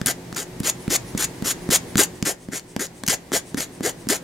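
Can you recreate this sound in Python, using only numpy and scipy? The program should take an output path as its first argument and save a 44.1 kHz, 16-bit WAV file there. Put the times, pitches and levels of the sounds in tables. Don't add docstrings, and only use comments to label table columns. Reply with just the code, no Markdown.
import sys
import numpy as np
from scipy import signal
from scipy.fft import rfft, irfft, next_fast_len
from scipy.io import wavfile
from scipy.ndimage import map_coordinates

SR = 44100
rng = np.random.default_rng(int(sys.argv[2]) if len(sys.argv) > 2 else 0)


def wav_record(signal):
    frames = np.transpose(np.atleast_2d(signal))
    bounded = np.clip(frames, -1, 1)
    quanta = np.round(bounded * 32767).astype(np.int16)
    wavfile.write(sys.argv[1], SR, quanta)


N = 186763

# freq_hz, gain_db
ROOM_TONE_EQ = [(15, -102), (25, 7.5), (55, -3.5), (140, -1), (331, -3), (509, -7), (631, -11), (919, -13),
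                (1300, -22), (1950, -17.5), (2630, -24), (5880, -26), (6920, -26.5), (7500, -25.5),
                (15500, -36)]
# pitch_hz, level_db
HUM_PARTIALS = [(123.8, -47), (172.3, -44.5), (263.8, -52.5), (360.7, -47.5)]
# time_s, level_db
BACKGROUND_FADER = [(0, -39), (.5, -38.5), (1, -36.5), (1.9, -36), (2.15, -39), (2.4, -46), (3, -43.5),
                    (3.6, -41.5), (4.23, -40.5)]
# freq_hz, t60_s
ROOM_DECAY = [(150, 0.2), (1500, 0.22), (7000, 0.14), (15000, 0.039)]
# freq_hz, likeness_0_to_1
PORT_LIKENESS = [(200, 1), (650, 0.2), (1000, 0.081), (1700, 0.99), (2500, 0.048), (3000, 0.8), (5000, 1),
                 (7000, 1), (8000, 0.65), (10200, 0.71), (12500, 0.73)]
# freq_hz, left_over_right_db
PORT_BALANCE = [(300, -0.2), (800, 5.5), (1100, 0.5), (2200, 5), (2700, -2), (3300, 4), (4100, -0.5),
                (6000, 0.5), (8200, 2.5), (10300, 5.5), (13000, 1.5)]
# freq_hz, left_lead_rad
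PORT_PHASE = [(1000, 0.21), (2200, -0.48), (3500, 0.56), (6800, -0.65), (9800, -0.19), (10800, 0.31),
              (14000, -0.015)]
# time_s, level_db, band_centre_hz
BRUSH_CURVE = [(.53, -66, 9000), (.8, -47.5, 9400), (1.08, -44.5, 9800), (1.35, -55, 9500),
               (1.85, -47, 9700), (2.16, -50.5, 8000), (2.97, -49, 8040), (3.25, -64, 8400),
               (3.48, -46.5, 8200), (3.75, -49, 8500)]
# freq_hz, gain_db
SWISH_EQ = [(1000, -16), (2000, 7), (4000, 4), (6800, 13), (8500, -6), (10500, -16), (12000, 2), (16000, 0)]
# start_s, thump_peak_db, tick_gain_db
FINGERTIP_KNOCKS = [(0.0148, -14.5, -16), (.327, -23, -23), (.604, -12, -24), (0.879, -11, -20.5),
                    (1.1493, -12, -26.5), (1.4235, -13, -23.5), (1.69, -9.5, -20), (1.956, -8, -10),
                    (2.226, -11, -9.5), (2.4867, -19.5, -29), (2.764, -14.5, -14), (3.036, -21.5, -18),
                    (3.319, -20, -13.5), (3.5448, -14, -20), (3.8074, -16.5, -20), (4.0703, -17, -28)]
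# freq_hz, gain_db
TICK_EQ = [(200, -5.5), (600, 8.5), (1000, 3), (1700, 2.5), (2600, -6), (6500, -6.5), (10000, -13.5),
           (16000, -21)]
# time_s, flex_gain_db, ring_gain_db, fingertip_pitch_hz, release_s
GRIP_CURVE = [(.1, -5.5, -5, 176, 0.0073), (.9, -25, -3.5, 195, 0.0048), (2, -15.5, -2, 207, 0.0086),
              (2.3, -11, -5.5, 200, 0.011), (2.8, -10, -4, 216, 0.0058), (3.35, -17, -7.5, 260, 0.011),
              (4.15, -18, -3.5, 228, 0.0092)]
# start_s, level_db, length_s, ring_hz, tug_peak_db
EDGE_SNAGS = [(.06, -12.5, 0.0042, 9400, -20), (.068, -14.5, 0.0047, 7000, -22),
              (.346, -34, 0.0034, 6140, -40), (0.6015, -21.5, 0.00097, 8850, -50),
              (0.903, -23.5, 0.0023, 6160, -25), (1.176, -21, 0.0038, 7000, -29),
              (1.244, -16, 0.0023, 7000, -28), (1.971, -19.5, 0.0041, 6600, -18),
              (1.979, -12.5, 0.0021, 6950, -16.5), (2.034, -13, 0.0017, 7200, -40),
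              (2.595, -31, 0.002, 5030, -54), (2.868, -33, .0017, 4800, -50),
              (3.064, -26, 0.0052, 6200, -33), (3.078, -14.5, 0.0016, 6140, -25),
              (3.084, -11.5, 0.0021, 5260, -16.5), (4.088, -15.5, 0.0014, 6100, -40)]
# freq_hz, gain_db
GRIT_EQ = [(200, -27), (600, -8), (1050, -4), (2500, -3), (3200, -0.5), (3900, -2.5), (5800, 0.5),
           (7700, -2), (8800, -3), (10200, -5), (11500, -1.5), (13500, -9.5), (16000, -15.5)]
# freq_hz, gain_db
FINGER_EQ = [(40, -16), (110, 5), (200, 2.5), (400, -4), (680, -2), (1000, -11.5), (2000, 3), (5000, -58)]
# centre_hz, width_hz, gain_db
RUB_MODES = [(656, 750, 0)]
# centre_hz, width_hz, gain_db
BLADE_MODES = [(1520, 400, 2), (2080, 1300, 3)]
# centre_hz, width_hz, gain_db
NAIL_MODES = [(5450, 80, -39), (6280, 520, -17), (6827, 190, 0), (8280, 230, -14.5), (9150, 220, -12.5)]
# start_s, stop_s, rasp_db, swell_db, chatter_db, chatter_peak_0_to_1, first_slip_hz
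FILE_STROKES = [(0.061, 0.114, -21.5, -6.5, -28.5, 0.47, 149.3),
                (0.358, 0.43, -27, -11.5, -36, 0.51, 281.5), (0.629, 0.701, -23, 9, -33, .55, 229),
                (0.896, 0.963, -19.5, 5.5, -27.5, .42, 219), (1.172, 1.25, -23, 4, -30, 0, 217.2),
                (1.442, 1.518, -22, -2.5, -29, 0.03, 231.7), (1.701, 1.762, -16, 1.5, -24, 0.46, 263.8),
                (1.979, 2.041, -15, -16, -17, 0.11, 270.8), (2.248, 2.314, -22, -11, -26, 0.55, 180.6),
                (2.515, 2.582, -30, 1.5, -33, 0.3, 221), (2.79, 2.858, -27, -10.5, -30, 0.25, 231.7),
                (3.075, 3.143, -20.5, -6, -29, 0.73, 146.7), (3.323, 3.374, -19, -1, -21, 0.38, 278),
                (3.568, 3.638, -26, -7, -25.5, 0.04, 240.8), (3.826, 3.897, -25, -2.5, -23.5, 0.46, 273.6),
                (4.087, 4.162, -21, -13, -23.5, 0.24, 209)]


def amp(db):
    return 10 ** (np.asarray(db) / 20)


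def unit(x):
    return x / np.sqrt(np.mean(x ** 2) + 1e-20)


def along(points, hz):
    freqs, values = np.transpose(points)
    return np.interp(np.log(hz + 1), np.log(freqs + 1), values)


def at(curve, s):
    times, *columns = np.transpose(curve)
    return [np.interp(s, times, column) for column in columns]


def wobble(rate, size):
    knots = rng.standard_normal(int(size * rate / SR) + 4)
    return map_coordinates(knots, [np.arange(size) * rate / SR])


def filtered(x, response):
    n = x.shape[-1]
    padded = 2 * next_fast_len(n)
    return irfft(rfft(x, padded) * response(np.fft.rfftfreq(padded, 1 / SR)), padded)[..., :n]


def colour(points):
    def response(hz):
        cepstrum = irfft(np.log(amp(along(points, hz))))
        half = len(cepstrum) // 2
        return np.exp(rfft(np.r_[cepstrum[0], 2 * cepstrum[1:half], np.zeros(half)]))
    return response


def resonate(x, modes, passes=1):
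    def response(f):
        return sum(amp(db) * 1j * f * width / (hz * hz - f * f + 1j * f * width)
                   for hz, width, db in modes)
    for _ in range(passes):
        x = filtered(x, response)
    return unit(x)


def add(track, s, sound):
    part = track[..., max(round(s * SR), 0):][..., :sound.shape[-1]]
    part += sound[..., :part.shape[-1]]


def background(low_cut_hz=24):
    t = np.arange(N) / SR
    fader = amp(at(BACKGROUND_FADER, t)[0])
    noise = rng.standard_normal((2, N))
    mid, side = filtered(noise, lambda hz: colour(ROOM_TONE_EQ)(hz) * (1j * hz / (1j * hz + low_cut_hz)) ** 2)
    side = filtered(side, lambda hz: amp(along([(60, -23), (200, -14), (600, -5), (3000, -1.5)], hz)))
    hum = sum(amp(db + 36 + 3.1 * wobble(10, N)) * np.sin(2 * np.pi * hz * t + 0.81 * wobble(14, N))
              for hz, db in HUM_PARTIALS)
    return fader * (0.92 * unit(np.array([mid + side, mid - side])) + np.sqrt(2) * hum)


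def room_reverb(x):
    hz, t, spectrum = signal.stft(rng.standard_normal((2, SR // 3)), SR, nperseg=256)
    decay = amp(-60 * t / along(ROOM_DECAY, hz)[:, None])
    tail = signal.istft(spectrum * decay, SR, nperseg=256)[1]
    return signal.fftconvolve(x, tail / np.linalg.norm(tail[0]), axes=1)[:, :N]


def microphone_ports(straight, scattered):
    def spread(hz):
        return np.arccos(np.sqrt(np.clip(along(PORT_LIKENESS, hz), 0, 1))) / 2

    def pan(hz):
        return amp(sides * along(PORT_BALANCE, hz) / 2) * np.exp(1j * sides * along(PORT_PHASE, hz) / 2)
    sides = np.array([[1], [-1]])
    mid = filtered(straight, lambda hz: np.cos(spread(hz)))
    side = filtered(scattered, lambda hz: np.sin(spread(hz)))
    return filtered(mid + sides * side, pan)


def grit(samples, spread_db):
    strength = np.minimum(rng.standard_normal((2, samples)), 1.7)
    return unit(rng.standard_normal((2, samples)) * amp(spread_db * strength))


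def back_swishes(lead_s=0.057, sigma_s=0.024, width_hz=3400):
    out, t = np.zeros((2, N)), np.arange(SR // 4) / SR
    middle = t[-1] / 2
    swell = np.exp(-.5 * ((t - middle) / sigma_s) ** 2)
    for knock_s, *_ in FINGERTIP_KNOCKS[1:]:
        peak_s = knock_s - lead_s
        db, hz = at(BRUSH_CURVE, peak_s)
        force = grit(len(t), spread_db=4)
        band = amp(-2) * resonate(force, [(hz, width_hz, 0)], passes=2)
        hiss = amp(-3) * unit(filtered(force, colour(SWISH_EQ)))
        add(out, peak_s - middle, amp(db) * swell * (band + hiss))
    return out


def tug(t, hz, t60_s=0.019, rise_s=0.0014):
    swing = -np.sin(2 * np.pi * hz * t) * (1 - np.exp(-t / rise_s)) * amp(-60 * t / t60_s)
    return swing / np.abs(swing).max()


def knocks(tick_t60_s=0.0063):
    out, t = np.zeros(N), np.arange(SR // 20) / SR
    for s, thump_db, tick_db in FINGERTIP_KNOCKS:
        _, _, fingertip_hz, _ = at(GRIP_CURVE, s)
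        tick = filtered(rng.standard_normal(len(t)) * amp(-60 * t / tick_t60_s), colour(TICK_EQ))
        add(out, s, amp(thump_db) * tug(t, fingertip_hz) + amp(tick_db + 1.5) * tick / np.abs(tick).max())
    return out


def pressure_db(progress, db, swell_db, arch_db=3.5, edge=.13):
    from_middle = np.clip(progress, edge, 1 - edge) - .5
    return db + swell_db * from_middle - arch_db * (2 * from_middle) ** 2


def closing_snags(lead_s=0.004, length_s=0.0017, ring_hz=6650):
    for _, stop, rasp_db, swell_db, *_ in FILE_STROKES:
        end_db = pressure_db(1, rasp_db, swell_db)
        yield stop - lead_s, end_db - 0.5, length_s, ring_hz, end_db - 10


def snags(width_hz=1000, tug_hz=180, release_s=0.00023):
    out, t = np.zeros((2, N)), np.arange(SR // 40) / SR
    for s, db, length_s, ring_hz, tug_db in [*EDGE_SNAGS, *closing_snags()]:
        gate = np.exp(-np.maximum(t - length_s, 0) / release_s)
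        force = gate * grit(len(t), spread_db=7)
        crunch = 0.39 * unit(filtered(force, colour(GRIT_EQ)))
        ring = amp(-4) * resonate(force, [(ring_hz, width_hz, 0)])
        add(out, s, amp(db) * np.sqrt(np.mean(gate ** 2)) * (crunch + ring))
        add(out[0], s, amp(tug_db) * tug(t, tug_hz))
    return out


def stick_slip(t, length_s, first_hz, top_hz):
    speed = np.clip(t / (.8 * length_s), 0, 1) ** 1.4
    rate_hz = first_hz + (top_hz - first_hz) * speed
    jitter = (.05 + .23 * speed) * wobble(380, len(t))
    cycles = np.cumsum(rate_hz) / SR + jitter
    strength = amp(3 * wobble(197.7, len(t)))
    new_cycle = np.diff(np.floor(np.maximum.accumulate(cycles)), prepend=-1) > 0
    slips = new_cycle * strength / np.sqrt(rate_hz)
    swing = strength * np.sin(2 * np.pi * cycles)
    return slips, swing, speed


def fingertip_chatter(slips, swing, speed, force):
    thumps = amp(-6) * unit(filtered(slips, colour(FINGER_EQ)))
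    tone = amp(-1.73 - 1.9 * speed) * unit(swing)
    rub = amp(-8) * speed * resonate(force, RUB_MODES, passes=2)
    return thumps + tone + rub


def sliding_contact(x, progress, ripple_db=2.5):
    freqs = np.arange(1100, 16000, 300)
    out = np.zeros_like(x)
    for place in (0, .5, 1):
        gains_db = ripple_db * rng.standard_normal(len(freqs)) * (freqs > freqs[0])
        crossfade = np.clip(1 - 2 * np.abs(progress - place), 0, 1)
        out += crossfade * filtered(x, colour(np.c_[freqs, gains_db]))
    return out


def rasp(force, progress, flex_db, ring_db, shift_db=11):
    tilt_db = shift_db * (progress - .5)
    crunch = 0.87 * unit(filtered(force, colour(GRIT_EQ)))
    flex = amp(flex_db - tilt_db - 5) * resonate(force, BLADE_MODES, passes=2)
    ring = amp(ring_db + tilt_db - 5) * resonate(force, NAIL_MODES)
    return sliding_contact(crunch + flex, progress) + ring


def file_strokes(attack_s=0.0063, puff_decay_s=0.00098, chatter_arch_db=24.5):
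    out, t = np.zeros((2, N)), np.arange(SR // 7) / SR
    for start, stop, rasp_db, swell_db, chatter_db, chatter_peak, first_hz in FILE_STROKES:
        length_s = stop - start
        progress = np.minimum(t / length_s, 1)
        flex_db, ring_db, _, release_s = at(GRIP_CURVE, start)
        contact = (1 - np.exp(-t / attack_s)) * np.exp(-np.maximum(t - length_s, 0) / release_s)
        top_hz = 656.9 + 15 * (rasp_db + 21)
        slips, swing, speed = stick_slip(t, length_s, first_hz, top_hz)
        puffs = signal.lfilter([1], [1, -np.exp(-1 / (puff_decay_s * SR))], slips)
        pulse_depth = np.clip(0.77 * (1 - 1.08 * speed), 0, 1)
        force = (1 - pulse_depth + pulse_depth * unit(puffs)) * grit(len(t), spread_db=6)
        scrape = rasp(force, progress, flex_db, ring_db)
        shelf_db = 0.27 * (rasp_db + 11)
        scrape = filtered(scrape, lambda hz: amp(along([(8000, 0), (15000, shelf_db)], hz)))
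        scrape_gain = amp(pressure_db(progress, rasp_db, swell_db) + wobble(204, len(t)))
        chatter = fingertip_chatter(slips, swing, speed, force[0])
        chatter_gain = amp(chatter_db - chatter_arch_db * (progress - chatter_peak) ** 2)
        add(out, start, contact * scrape_gain * scrape)
        add(out[0], start, contact * chatter_gain * chatter)
    return out


def scene():
    straight, scattered = file_strokes() + snags() + back_swishes()
    filing = microphone_ports(straight + knocks(), scattered)
    return filing + amp(-13.5) * room_reverb(filing) + background()


def record(dry, low_cut_hz=45, ceiling=0.85, high_cut_hz=15900):
    x = filtered(dry, lambda hz: 1j * hz / (1j * hz + low_cut_hz))
    x = x / (1 + (x / ceiling) ** 6) ** (1 / 6)
    return filtered(x, lambda hz: 1 / (1 + (hz / high_cut_hz) ** 160))


dry = scene()
out = record(dry)
wav_record(out)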